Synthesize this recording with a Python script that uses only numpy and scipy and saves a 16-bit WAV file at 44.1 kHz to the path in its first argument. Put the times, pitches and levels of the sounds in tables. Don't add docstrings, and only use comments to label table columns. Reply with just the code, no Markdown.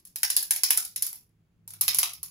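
import sys
import numpy as np
from scipy import signal
from scipy.fft import rfft, irfft
from scipy.io import wavfile

SR = 44100
rng = np.random.default_rng(int(sys.argv[2]) if len(sys.argv) > 2 else 0)


def boost_factor(decibels):
    exponent = np.asarray(decibels, float) / 20
    return 10 ** exponent


def output_pcm(signal):
    pcm = np.clip(np.atleast_2d(signal).T, -1, 1) * 32767
    wavfile.write(sys.argv[1], SR, np.round(pcm).astype(np.int16))


N = 101430


def evened(x):
    return x / np.sqrt(np.mean(x ** 2) + 1e-20)


def read(points, hz):
    f, value = np.transpose(points)
    return np.interp(np.log(hz + 1), np.log(f + 1), value)


def humps(table, hz):
    return sum(boost_factor(db) / (1 + ((hz - f) / width * 2) ** 2) for f, width, db in table)


def coloured(gain):
    return evened(irfft(rfft(rng.standard_normal((2, N))) * gain, N))


# f/Hz, density/dB per Hz
HISS_SPECTRUM = [(150, 2.5), (350, 2.5), (550, -8.5), (2500, -15), (5500, -26), (8000, -21), (11000, -26.5),
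                 (15500, -24.5)]
# f/Hz, width/Hz, level/dB
RUMBLE_PEAKS = [(50, 40, -5), (88, 30, -8), (167.5, 59, -1)]
# t/s, level/dB
MOTOR_LOAD = [
    (0, -95),
    (.82, -95),
    (.92, -76),
    (1.45, -76),
    (1.6, -68),
    (1.8, -62),
    (1.95, -65),
    (2.15, -72),
    (2.3, -67),
]
HISS_DB, RUMBLE_DB = -76.5, -71
HUM_HZ, WANDER_HZ, WAVER_DB, FIFTH_DB = 106.5, 3, 3.5, -2


def background():
    hz, t = np.fft.rfftfreq(N, 1 / SR), np.arange(N) / SR
    hiss = boost_factor(HISS_DB) * coloured(boost_factor(read(HISS_SPECTRUM, hz)) * (hz > 180))
    rumble = boost_factor(RUMBLE_DB) * coloured(humps(RUMBLE_PEAKS, hz))
    wander, waver = coloured(humps([(0.035, 5.4, 0)], hz))
    phase = 2 * np.pi * np.cumsum(HUM_HZ + WANDER_HZ * wander) / SR
    hum = np.sqrt(2) * np.sin(phase) * boost_factor(WAVER_DB * waver)
    fifth = boost_factor(FIFTH_DB) * coloured(humps([(1.5 * HUM_HZ, 14, 0)], hz))
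    load = boost_factor(np.interp(t, *np.transpose(MOTOR_LOAD)))
    return hiss + rumble + load * (hum + fifth)


MODE_SPREAD_DB, DETUNE = 3, .035


def ring(modes, t, luck):
    hz, width_hz, db = np.transpose(modes)[:, :, None]
    detune, phase, favour = luck[:3 * len(modes)].reshape(3, -1, 1)
    turn = 2 * np.pi * (hz * (1 + DETUNE * detune) * t + phase)
    level = boost_factor(db + MODE_SPREAD_DB * favour)
    out = (level * np.exp(-np.pi * width_hz * t) * np.sin(turn)).sum(0)
    return out * np.minimum(t / 0.000095, 1) / abs(out).max()


# f/Hz, width/Hz, level/dB
TICK_MODES = [(7960, 3070, -0.5), (8980, 1210, -4), (10710, 2450, 28.5), (12040, 4500, 9),
              (14900, 730, -15.5)]
# f/Hz, width/Hz, level/dB
STEM_MODES = [(2303, 540, -7), (3040, 450, -14), (3900, 278, -14), (5076, 730, -4.5), (5570, 2100, 3.5),
              (5930, 2230, -1)]
# ratio to pitch, width/Hz, level/dB
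SHELL_MODES = [(.55, 140, -7), (1, 130, 0), (1.55, 240, -7), (2.0, 300, -5), (2.6, 400, -10)]
TICK_DB, STEM_DB, SHELL_DB = 7, 5, -0.5
TICK_GAP_S, TICK_SPREAD_DB, FADE_DB_PER_MS = .0008, 3, -2.2
GRAZE_DB = -4
TILT, EVEN_DB = .3, -8


def clack(peak_db, shell_db, stem_db, shell_hz, luck):
    t, out = np.arange(900) / SR, np.zeros((2, 2400))
    tick_t = t[:300]
    at_s = np.cumsum(TICK_GAP_S * (1 + .6 * np.tanh(luck[0, :, 0])))
    at_s = at_s - at_s[0]
    size_db = FADE_DB_PER_MS * at_s * 1000 + GRAZE_DB * (at_s == 0)
    size_db = size_db + TICK_SPREAD_DB * np.tanh(luck[0, :, 1]) * (at_s > 0)
    size = boost_factor(size_db)
    shell = np.array(SHELL_MODES) * [shell_hz, 1, 1]
    stem = np.array(STEM_MODES, float)
    tilt = np.clip(TILT * (shell_db - stem_db - EVEN_DB), -9, 9)
    stem[:, 2] -= np.log2(stem[:, 0] / 4000) * tilt
    for c in range(2):
        knock = ring(shell, t, .25 * luck[0, 0, 35:] + .2 * luck[c, 1, 35:])
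        out[c, :len(t)] += boost_factor(SHELL_DB + shell_db) * knock
        for k, s in enumerate(at_s):
            body = .7 * luck[0, 0, 2:] + .7 * luck[c, k, 2:]
            edge_hit = boost_factor(TICK_DB) * ring(TICK_MODES, tick_t, body)
            stem_hit = boost_factor(STEM_DB + stem_db) * ring(stem, tick_t, body[15:])
            n = round(s * SR)
            out[c, n:n + len(tick_t)] += size[k] * (edge_hit + stem_hit)
    return boost_factor(peak_db) * out


# t/s, peak/dB, shell/dB re peak, stem/dB re peak, shell f/Hz
FIRST_BOUT = [(0.0515, -29.5, -29, -39, 1180), (0.073, -33.5, -55, -28, 1180), (0.159, -15, -24, -19, 1720),
              (0.2319, -5, -19, -11, 1578), (0.3015, -5, -29.5, -15.5, 1880),
              (0.3654, -0.5, -68, -15.5, 1780), (0.3703, -10, -31, -27, 1165),
              (0.4273, -12, -27.5, -45, 1670), (0.5082, -1.5, -25.5, -22.5, 1648),
              (0.5619, -11, -25, -18.5, 670), (0.6346, -2, -35.5, -11, 1575),
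              (0.7056, 1, -22.5, -19.5, 1700), (0.7256, -13.5, -51, -36.5, 866),
              (0.7745, -4.5, -21, -48, 1360), (0.85, -17, -45, -18.5, 1560),
              (0.9602, -13, -34.5, -14.5, 690), (1.0232, -3.5, -33, -34.5, 1678),
              (1.066, -15.5, -32.5, -21, 1343), (1.129, -24, -22, -29, 853), (1.1568, -27.5, -37, -21, 972)]
# t/s, peak/dB, shell/dB re peak, stem/dB re peak, shell f/Hz
SECOND_BOUT = [(1.6772, -25, -28, -34, 877), (1.706, -27, -26, -31, 668),
               (1.736, -26.5, -19.5, -18.5, 1380), (1.8108, -1.5, -33, -24, 1213),
               (1.8314, -30, -6.5, 0.5, 1240), (1.8806, -2.5, -23.5, -11, 1224),
               (1.946, -8, -37, -15.5, 1100), (1.9681, -19, -56, -32, 1250),
               (1.9862, -0.5, -30.5, -22, 1105), (2.0306, -6.5, -17, -11, 1227),
               (2.1342, -22, -41, -17, 930), (2.2303, -15, -29.5, -33.5, 1130)]
BEFORE_DB, STRAY_S, STRAY_DB = -46, 1.292, -60
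THIN_HZ = 720


def toy():
    ring_out = (0, BEFORE_DB, -25, -12, 1100)
    stray = (STRAY_S, STRAY_DB, -35, -18, 1100)
    rows = list(FIRST_BOUT) + list(SECOND_BOUT) + [ring_out, stray]
    luck = rng.standard_normal((len(rows), 2, 16, 50))
    mix = np.zeros((3, 2, N + 2400))
    for k, (s, *rest) in enumerate(rows):
        n = round(s * SR)
        mix[k % 3, :, n:n + 2400] += clack(*rest, luck[k])
    thin = signal.butter(3, THIN_HZ, "high", fs=SR, output="sos")
    return signal.sosfilt(thin, mix[..., :N])


# f/Hz, t60/s
ROOM_T60 = [(400, .28), (1300, .25), (3500, .24), (9000, .22), (15000, .21)]
# f/Hz, level/dB
TAIL_COLOUR = [(400, -0.5), (1500, -1), (5000, 2.5), (11000, -5.5), (15400, 4), (16100, -33)]
ROOM_DB, FIRST_ECHO_S, CLUMP_DB = -1, 0.0016, 3


def room(x):
    size = SR // 2
    slots = np.arange(0, size - 12, 12)
    shape = (6, len(slots))
    taps = np.zeros((6, size))
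    np.put_along_axis(taps, slots + rng.integers(0, 12, shape), rng.standard_normal(shape), 1)
    clumps = np.repeat(rng.standard_normal((3, size // 40 + 1)), 40, axis=1)[:, :size]
    taps = taps * boost_factor(CLUMP_DB * np.repeat(clumps, 2, axis=0))
    hz, t, z = signal.stft(taps, SR, nperseg=128)
    decay_db = -60 * t / read(ROOM_T60, hz)[:, None]
    colour_db = read(TAIL_COLOUR, hz)[:, None]
    tail = signal.istft(z * boost_factor(decay_db + colour_db), SR, nperseg=128)[1]
    tail = tail * np.clip(np.arange(tail.shape[1]) / SR / FIRST_ECHO_S - .5, 0, 1)
    tail = tail / np.linalg.norm(tail, axis=1, keepdims=True)
    return signal.fftconvolve(x, tail.reshape(3, 2, -1), axes=2)[..., :N].sum(0)


# t/s, level/dB, f/Hz
PAW_THUDS = [(1.89, -59, 47), (1.9, -66, 370), (1.97, -61, 64), (1.97, -62, 240), (2.04, -60, 310),
             (2.2, -61, 70), (.35, -69, 42), (.3, -70, 280), (.77, -70, 48), (1.58, -63, 170),
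             (.09, -68, 172), (1.98, -61, 160)]
PAW_RISE_S, PAW_T60_S = .05, .35


def paws():
    hz, t, out = np.fft.rfftfreq(N, 1 / SR), np.arange(N) / SR, 0
    for s, db, f in PAW_THUDS:
        u = np.maximum(t - s + PAW_RISE_S, 0)
        board = np.sin(2 * np.pi * f * u) * (f < 200)
        scuff = .5 * coloured(humps([(f, .5 * f, 0)], hz))
        rise = np.minimum(u / PAW_RISE_S, 1) ** 2
        fall = boost_factor(db - 60 * np.maximum(u - PAW_RISE_S, 0) / PAW_T60_S)
        out = out + (board + scuff) * rise * fall
    return out


def scene():
    hits = toy()
    return hits.sum(0) + boost_factor(ROOM_DB) * room(hits) + background() + paws()


def low_pass(x):
    return signal.sosfilt(signal.butter(12, 17030, fs=SR, output="sos"), x)


# f/Hz, correlation
PORT_LIKENESS = [(40, .97), (150, .92), (400, .75), (1000, .35), (1600, .1), (6000, .15), (7100, .75),
                 (7900, .985)]
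# f/Hz, level/dB
RIGHT_PORT = [(300, 0), (1100, -2.5), (2500, 0), (4000, .5), (5200, 5), (6600, 0)]
LEAD_S, IN_STEP_HZ, LEAD_FROM_HZ = .000204, 10950, 6050
EDGE_HZ, EDGE_DB, TOP_HZ = 15800, -6, 16850
CEILING = .95


def record(dry):
    hz = np.fft.rfftfreq(N, 1 / SR)
    a, b = rfft(dry / (1 + (dry / CEILING) ** 6) ** (1 / 6))
    same = np.clip(read(PORT_LIKENESS, hz), 0, 1)
    lead = np.exp(2j * np.pi * (np.maximum(hz, LEAD_FROM_HZ) - IN_STEP_HZ) * LEAD_S)
    right = (same * lead * a + np.sqrt(1 - same ** 2) * b) * boost_factor(read(RIGHT_PORT, hz))
    corners_hz = [EDGE_HZ - 150, EDGE_HZ + 150, TOP_HZ - 200, TOP_HZ + 250]
    edge = boost_factor(np.interp(hz, corners_hz, [0, EDGE_DB, EDGE_DB, -80]))
    return low_pass(irfft(np.array([a, right]) * edge, N))


dry = scene()
out = record(dry)
output_pcm(out)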